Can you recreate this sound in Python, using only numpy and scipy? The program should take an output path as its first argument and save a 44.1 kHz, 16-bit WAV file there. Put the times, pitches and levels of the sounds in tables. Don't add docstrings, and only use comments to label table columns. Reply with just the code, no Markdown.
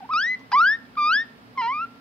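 import sys
import numpy as np
from scipy import signal
from scipy.fft import rfft, irfft, next_fast_len
from scipy.io import wavfile
from scipy.ndimage import uniform_filter1d

SR = 44100
rng = np.random.default_rng(int(sys.argv[2]) if len(sys.argv) > 2 else 0)


def how_loud(loudness_db):
    steps = np.asarray(loudness_db, float) / 20
    return 10 ** steps


def unload_audio(sound):
    columns = np.transpose(np.atleast_2d(sound))
    steps = np.round(np.clip(columns, -1, 1) * 32767)
    wavfile.write(sys.argv[1], SR, steps.astype(np.int16))


N = 88376


def at_hz(points, hz):
    table = np.array(points)
    return np.interp(np.log(hz), np.log(table[:, 0]), table[:, 1])


def rms_one(x):
    return x / np.sqrt(np.mean(x ** 2) + 1e-20)


def drift(rate_hz):
    pole = np.exp(-2 * np.pi * rate_hz / SR)
    wander = signal.lfilter([1], [1, -2 * pole, pole * pole], rng.standard_normal(N + SR))
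    return rms_one(wander[SR:])


def bump(at_s, width_s):
    return np.exp(-.5 * ((np.arange(N) / SR - at_s) / width_s) ** 2)


def shaped(x, gain_at):
    size = next_fast_len(N + SR)
    hz = np.maximum(np.fft.rfftfreq(size, 1 / SR), 1)
    return irfft(rfft(x, size) * gain_at(hz), size)[..., :N]


# time in seconds, pitch in Hz, level in dB, second partial in dB re first,
# higher partials in dB re first.
CHIRP = [(0.005, 853, -39.5, -24.5, -45.5), (0.018, 770, -48, -18, -37), (.03, 744, -37, -21.5, -32.5),
         (0.04, 787, -44.5, -26, -31), (0.05, 932, -43.5, -15.5, -36.5), (0.056, 926, -41, -23.5, -38.5),
         (.061, 824, -47, -25, -42.5)]
FIRST_LEAD = [(.091, 1024, -35.5, -38, -33), (0.101, 1010, -28.5, -35.5, -36),
              (0.112, 1243, -27, -22.5, -38.5), (0.135, 1321, -23, -18.5, -20)]
FIRST = [(0.136, 1201, -20, -14.5, -21), (0.145, 1200, -21, -15, -22.5), (0.162, 1248, -20, -14.5, -17.5),
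         (0.226, 1646, -25, -10, -13.5), (0.243, 1790, -22.5, -23, -18.5), (0.28, 1957, -25, -20.5, -23),
         (0.307, 2029, -23.5, -27, -27), (0.349, 2031, -27.5, -27, -30.5)]
SECOND_LEAD = [(.5155, 1300, -46, -20, -30), (.5185, 1280, -25, -16, -17), (.5198, 830, -32, -4, -11),
               (.5235, 790, -32, 2, -11), (.5275, 815, -30, -1, -12), (.5305, 960, -21, -12, -17)]
SECOND = [(0.531, 991, -18.5, -17.5, -22), (0.546, 995, -15.5, -12, -23.5), (.567, 1146, -16, -17, -36),
          (0.589, 1182, -14.5, -25, -26.5), (0.621, 1381, -15.5, -15.5, -30.5),
          (.642, 1437, -16.5, -18, -30.5), (0.679, 1635, -16.5, -14.5, -19),
          (0.731, 1788, -21.5, -9, -25.5), (.754, 1846, -28, -17, -32.5)]
THIRD_LEAD = [(0.953, 1444, -45.5, -42, -31.5), (.964, 1258, -55, -39.5, -34.5),
              (0.973, 1158, -25.5, -13.5, -30), (0.979, 1210, -25, -22.5, -27.5)]
THIRD = [(0.981, 1217, -22, -15.5, -31.5), (1.011, 1183, -21, -13.5, -24), (1.05, 1194, -20, -13.5, -22.5),
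         (1.085, 1238, -20, -11.5, -23.5), (1.111, 1329, -19, -12.5, -19), (1.136, 1548, -19, -11, -16.5),
         (1.167, 1697, -19.5, -16.5, -22), (1.214, 1827, -26, -16, -23), (1.23, 1853, -32, -21, -36)]
FOURTH_LEAD = [(1.553, 1107, -54, -22, -38), (1.574, 1102, -40.5, -37.5, -40),
               (1.575, 1062, -30, -16, -24.5)]
FOURTH = [(1.58, 1061, -24.5, -6, -28), (1.608, 1004, -24, -9.5, -21.5), (1.625, 905, -26, -12.5, -18),
          (1.665, 923.2, -24, -15, -22), (1.706, 1037, -24.5, -10, -30), (1.746, 1193, -29, -7, -28),
          (1.78, 1217, -28, -10.5, -33), (1.827, 1376, -27.5, -14.5, -35.5), (1.847, 1373, -28, -25, -38)]


def larynx():
    release_s, release_db = .014, -19
    snap_s, glide_s = .001, .01
    edge_s = 0.00047
    t = np.arange(N) / SR
    calls = []
    for call in (CHIRP, FIRST_LEAD + FIRST, SECOND_LEAD + SECOND, THIRD_LEAD + THIRD, FOURTH_LEAD + FOURTH):
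        release = np.add(call[-1], [release_s, 0, release_db, 0, 0])
        calls.append(list(call) + [release])
    rows = sorted(sum(calls, []), key=lambda row: row[0])
    row_s, *columns = np.transpose(rows)
    curves = [uniform_filter1d(np.interp(t, row_s, c), size=int(snap_s * SR)) for c in columns]
    pitch, level_db, second_db, upper_db = curves
    settled = sum((t > c[0][0] + glide_s) & (t < c[-1][0]) for c in (CHIRP, FIRST, SECOND, THIRD, FOURTH))
    pitch = np.where(settled, uniform_filter1d(pitch, size=int(glide_s * SR)), pitch)
    gate = sum(np.clip(np.minimum(t - c[0][0], c[-1][0] - t) / edge_s, 0, 1) for c in calls)
    return pitch, level_db, second_db, upper_db, gate


# time in seconds, length in seconds, raggedness in dB.
BREAKS = [(.134, .002, -19), (.5187, .001, -20), (.524, .004, -29), (.53, .0015, -21), (.618, .002, -19),
          (.979, .002, -21), (1.577, .0012, -17), (1.616, .004, -19), (1.65, .025, -30), (1.679, .005, -25)]


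def voice_breaks():
    return sum(how_loud(db) * bump(at_s, length_s) for at_s, length_s, db in BREAKS)


def period_doubling():
    from_s, to_s, edge_s = 1.616, 1.678, .005
    t = np.arange(N) / SR
    return np.clip(np.minimum(t - from_s, (to_s - t) / 2) / edge_s + .5, 0, 1)


# multiple of the pitch, level in dB re first.
HALF_LINES = [(.5, -27), (1.5, -13), (2.5, -17), (3.5, -25), (4.5, -23), (5.5, -31), (6.5, -43)]


def half_lines(phase, doubled):
    t = np.arange(N) / SR
    sag_db = -250 * np.clip(t - 1.655, 0, 1)
    lines = 0
    for multiple, db in HALF_LINES:
        lines = lines + how_loud(db + 0.93 * drift(40)) * np.cos(multiple * phase)
    return doubled * how_loud(sag_db) * lines


# frequency in Hz, gain in dB.
THROAT = [(2400, -2), (4200, -3.5), (4600, -4.5), (4950, 2), (5600, -5.5), (6200, -17.5), (6900, -24),
          (10500, -42)]
# frequency in Hz, gain in dB.
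TOP = [(6100, 0), (6750, -11.5), (7300, -2.5), (8300, 2.5), (9200, -3), (10500, -5)]
# partial, time in seconds, width in seconds, gain in dB.
DIPS = [(2, .6, 0.0051, -14), (2, .628, 0.0075, -31), (2, .712, 0.024, -19), (3, .165, 0.014, -4),
        (3, .21, .025, -3), (3, 0.68, .015, -7.5), (3, 1.73, 0.011, -9.5), (3, 1.7, .012, 8.5),
        (4, 0.547, 0.017, -6), (4, 1.115, 0.01, -12), (4, 1.645, 0.017, -12), (4, 1.7, .015, -7),
        (5, .58, .01, 6), (7, 1.05, .045, 9.5), (5, .19, .015, -12.5), (4, 1.2, .03, 6),
        (6, 1.125, .015, -8.5), (8, .523, .004, 8), (4, .335, .015, -6), (7, .2, .02, 5.5),
        (5, .69, .04, -11.5), (5, 1.4, 0.02025, -8), (6, .18, .012, 6), (5, .533, .004, 4),
        (3, 1.6, .012, 3.5), (4, 0.35, .02, -3), (6, .6, .03, -5.5), (5, 0.88, 0.041, -9),
        (6, .524, 0.0048, 8), (7, .524, .005, 11), (10, .521, .003, 24), (11, .525, .003, 30),
        (12, .521, .002, 35)]


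def cavity_db(partial):
    return sum(db * bump(at_s, width_s) for which, at_s, width_s, db in DIPS if round(which) == partial)


def overtones(phase, pitch, second_db, upper_db, doubled):
    second_db = second_db - 4.5 * doubled + cavity_db(2)
    over = how_loud(second_db) * np.cos(2 * phase)
    for k in range(3, 13):
        db = upper_db - 3.5 * (k - 4)
        if k > 3:
            db = db - 9 * doubled
        db = db + at_hz(THROAT, k * pitch) + at_hz(TOP, k * pitch)
        db = db + cavity_db(k) + 1.1 * drift(30)
        lag = 2.6 * (k - 1) * (k - 2) / 2
        over = over + how_loud(db) * np.cos(k * phase - lag)
    return over


# frequency in Hz, density in dB per Hz.
AIR = [(500, -6.5), (1200, 7), (3000, -3.5), (5000, -4.5), (6500, -12.5), (10000, -38)]


def breath(ragged):
    air = rms_one(shaped(rng.standard_normal(N), lambda hz: how_loud(at_hz(AIR, hz))))
    return (how_loud(-36.5) + 0.074 * ragged) * air


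def squeals():
    jitter, shimmer_db = .0012, .12
    pitch, level_db, second_db, upper_db, gate = larynx()
    phase = 2 * np.pi * np.cumsum(pitch * (1 + jitter * drift(90))) / SR
    doubled = period_doubling()
    ragged = voice_breaks()
    over = overtones(phase, pitch, second_db, upper_db, doubled) + half_lines(phase, doubled)
    voice = np.cos(phase) * (1 + ragged * drift(200))
    voice = voice + over * (1 + 3.5 * ragged * drift(300))
    loud = gate * how_loud(level_db + shimmer_db * drift(90))
    return loud * (np.sqrt(2) * voice + breath(ragged))


# time in seconds, length in seconds, centre in Hz, level in dB.
RUSTLES = [(.05, .011, 1500, -59), (.04, .018, 2500, -61), (.402, .007, 5300, -66), (.405, .01, 1000, -57),
           (.514, .002, 4900, -60), (.956, .002, 3500, -60), (.853, .002, 3500, -62),
           (1.5765, .0007, 3000, -47), (1.5765, .0007, 5500, -62), (.979, .0015, 4000, -54),
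           (.979, .0015, 1900, -50)]


def rustles():
    sharpness = 4.5
    white = rng.standard_normal(N)
    out = 0
    for at_s, length_s, centre_hz, db in RUSTLES:
        puff = shaped(white, lambda hz: np.exp(-(np.log(hz / centre_hz) * sharpness) ** 2))
        out = out + how_loud(db) * bump(at_s, length_s) * rms_one(puff)
    return out * how_loud(3 * drift(150))


# frequency in Hz, left over right in dB.
PORT_BALANCE = [(500, -0.5), (1000, -1.5), (1300, 1), (1850, 3.5), (2600, 0), (4000, 1.5), (6000, 7)]
# frequency in Hz, left's lead in radians.
PORT_LEAD = [(500, .5), (1200, 0.64), (2500, .7), (4200, .9), (4700, 1.8), (5600, .6), (8000, .8)]


def ports(x):
    def response(hz, sign):
        level = how_loud(sign * at_hz(PORT_BALANCE, hz) / 2)
        return level * np.exp(.5j * sign * at_hz(PORT_LEAD, hz))

    def side(sign):
        return shaped(x, lambda hz: 2 * response(hz, sign) / np.abs(response(hz, 1) + response(hz, -1)))

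    return np.array([side(1), side(-1)])


# frequency in Hz, gain in dB.
WALLS = [(900, 0.5), (1350, 0), (1800, 5.5), (4000, 8), (7000, 5)]
# frequency in Hz, 60 dB decay in seconds, level in dB.
ROOM_RINGS = [(2030, 1.15, -17), (1368, .6, -12), (1785, .45, -20), (1845, .33, -22)]


def bedroom(x):
    t60_s, level_db, rise_s = .4, -26, .02
    t = np.arange(SR // 2) / SR
    tail = rng.standard_normal((2, len(t))) * how_loud(-60 * t / t60_s) * np.clip(t / rise_s, 0, 1)
    tail = shaped(tail, lambda hz: how_loud(at_hz(WALLS, hz)))[:, :len(t)]
    tail = how_loud(level_db) * tail * np.sqrt(2 * np.log(1000) / (t60_s * SR) * 2)
    for hz, ring_s, db in ROOM_RINGS:
        ring = how_loud(db - 60 * t / ring_s) * np.sin(2 * np.pi * hz * t)
        tail = tail + ring * 2 * np.log(1000) / (ring_s * SR)
    return signal.fftconvolve(tail, x[None], axes=1)[:, :N]


# frequency in Hz, left-right likeness from -1 to 1.
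LIKENESS = [(40, 0.015), (130, 0.99), (290, 0.84), (640, 0.49), (1400, -0.69), (3000, 0.23), (15000, -1.5)]


def stereo_noise(gain_at):
    def alike(hz):
        return np.clip(at_hz(LIKENESS, hz), -1, 1)

    mid, side = rng.standard_normal((2, N))
    mid = shaped(mid, lambda hz: gain_at(hz) * np.sqrt(1 + alike(hz)))
    side = shaped(side, lambda hz: gain_at(hz) * np.sqrt(1 - alike(hz)))
    return np.array([mid + side, mid - side])


# frequency in Hz, density in dB per Hz.
FAN = [(300, -1), (600, -0.5), (1500, -2), (2500, -8.5), (4000, -13), (5200, -14.5), (5800, -23),
       (7000, -32.5)]
# frequency in Hz, width in Hz, level in dB.
FAN_TONES = [(55, 8.6, -72.5), (117.7, 9.1, -62), (199, 45, -62.5), (239.1, 20, -56.5), (267.6, 12, -56.5),
             (440, 14, -66.5)]


def fan():
    rumble = [(28, -35), (45, -16), (100, -10.5), (160, -3.5), (300, -6.0)]  # Hz, dB per Hz
    rush = stereo_noise(lambda hz: how_loud(at_hz(FAN, hz)) * (hz > 300) * (hz < 7000))
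    low = stereo_noise(lambda hz: how_loud(at_hz(rumble, hz)) * (hz < 300))
    out = how_loud(-53) * rms_one(rush) + how_loud(-58) * rms_one(low)
    for tone_hz, width_hz, db in FAN_TONES:
        tone = stereo_noise(lambda hz: 1 / (1 + (2 * (hz - tone_hz) / width_hz) ** 2))
        out = out + how_loud(db) * rms_one(tone)
    return out * how_loud([[-.8], [.8]])


def scene():
    pig = squeals() + rustles()
    return ports(pig) + bedroom(pig) + fan()


def microphone_hiss():
    white = rng.standard_normal((2, N))
    return how_loud(-70) * rms_one(shaped(white, lambda hz: np.clip(hz / 6000, 0, 1) ** 2))


def band_limit(x):
    return signal.sosfilt(signal.butter(12, 16550, fs=SR, output="sos"), x)


def record(dry):
    mix = shaped(dry + microphone_hiss(), lambda hz: 1. * (hz < 15720))
    return band_limit(mix)


dry = scene()
out = record(dry)
unload_audio(out)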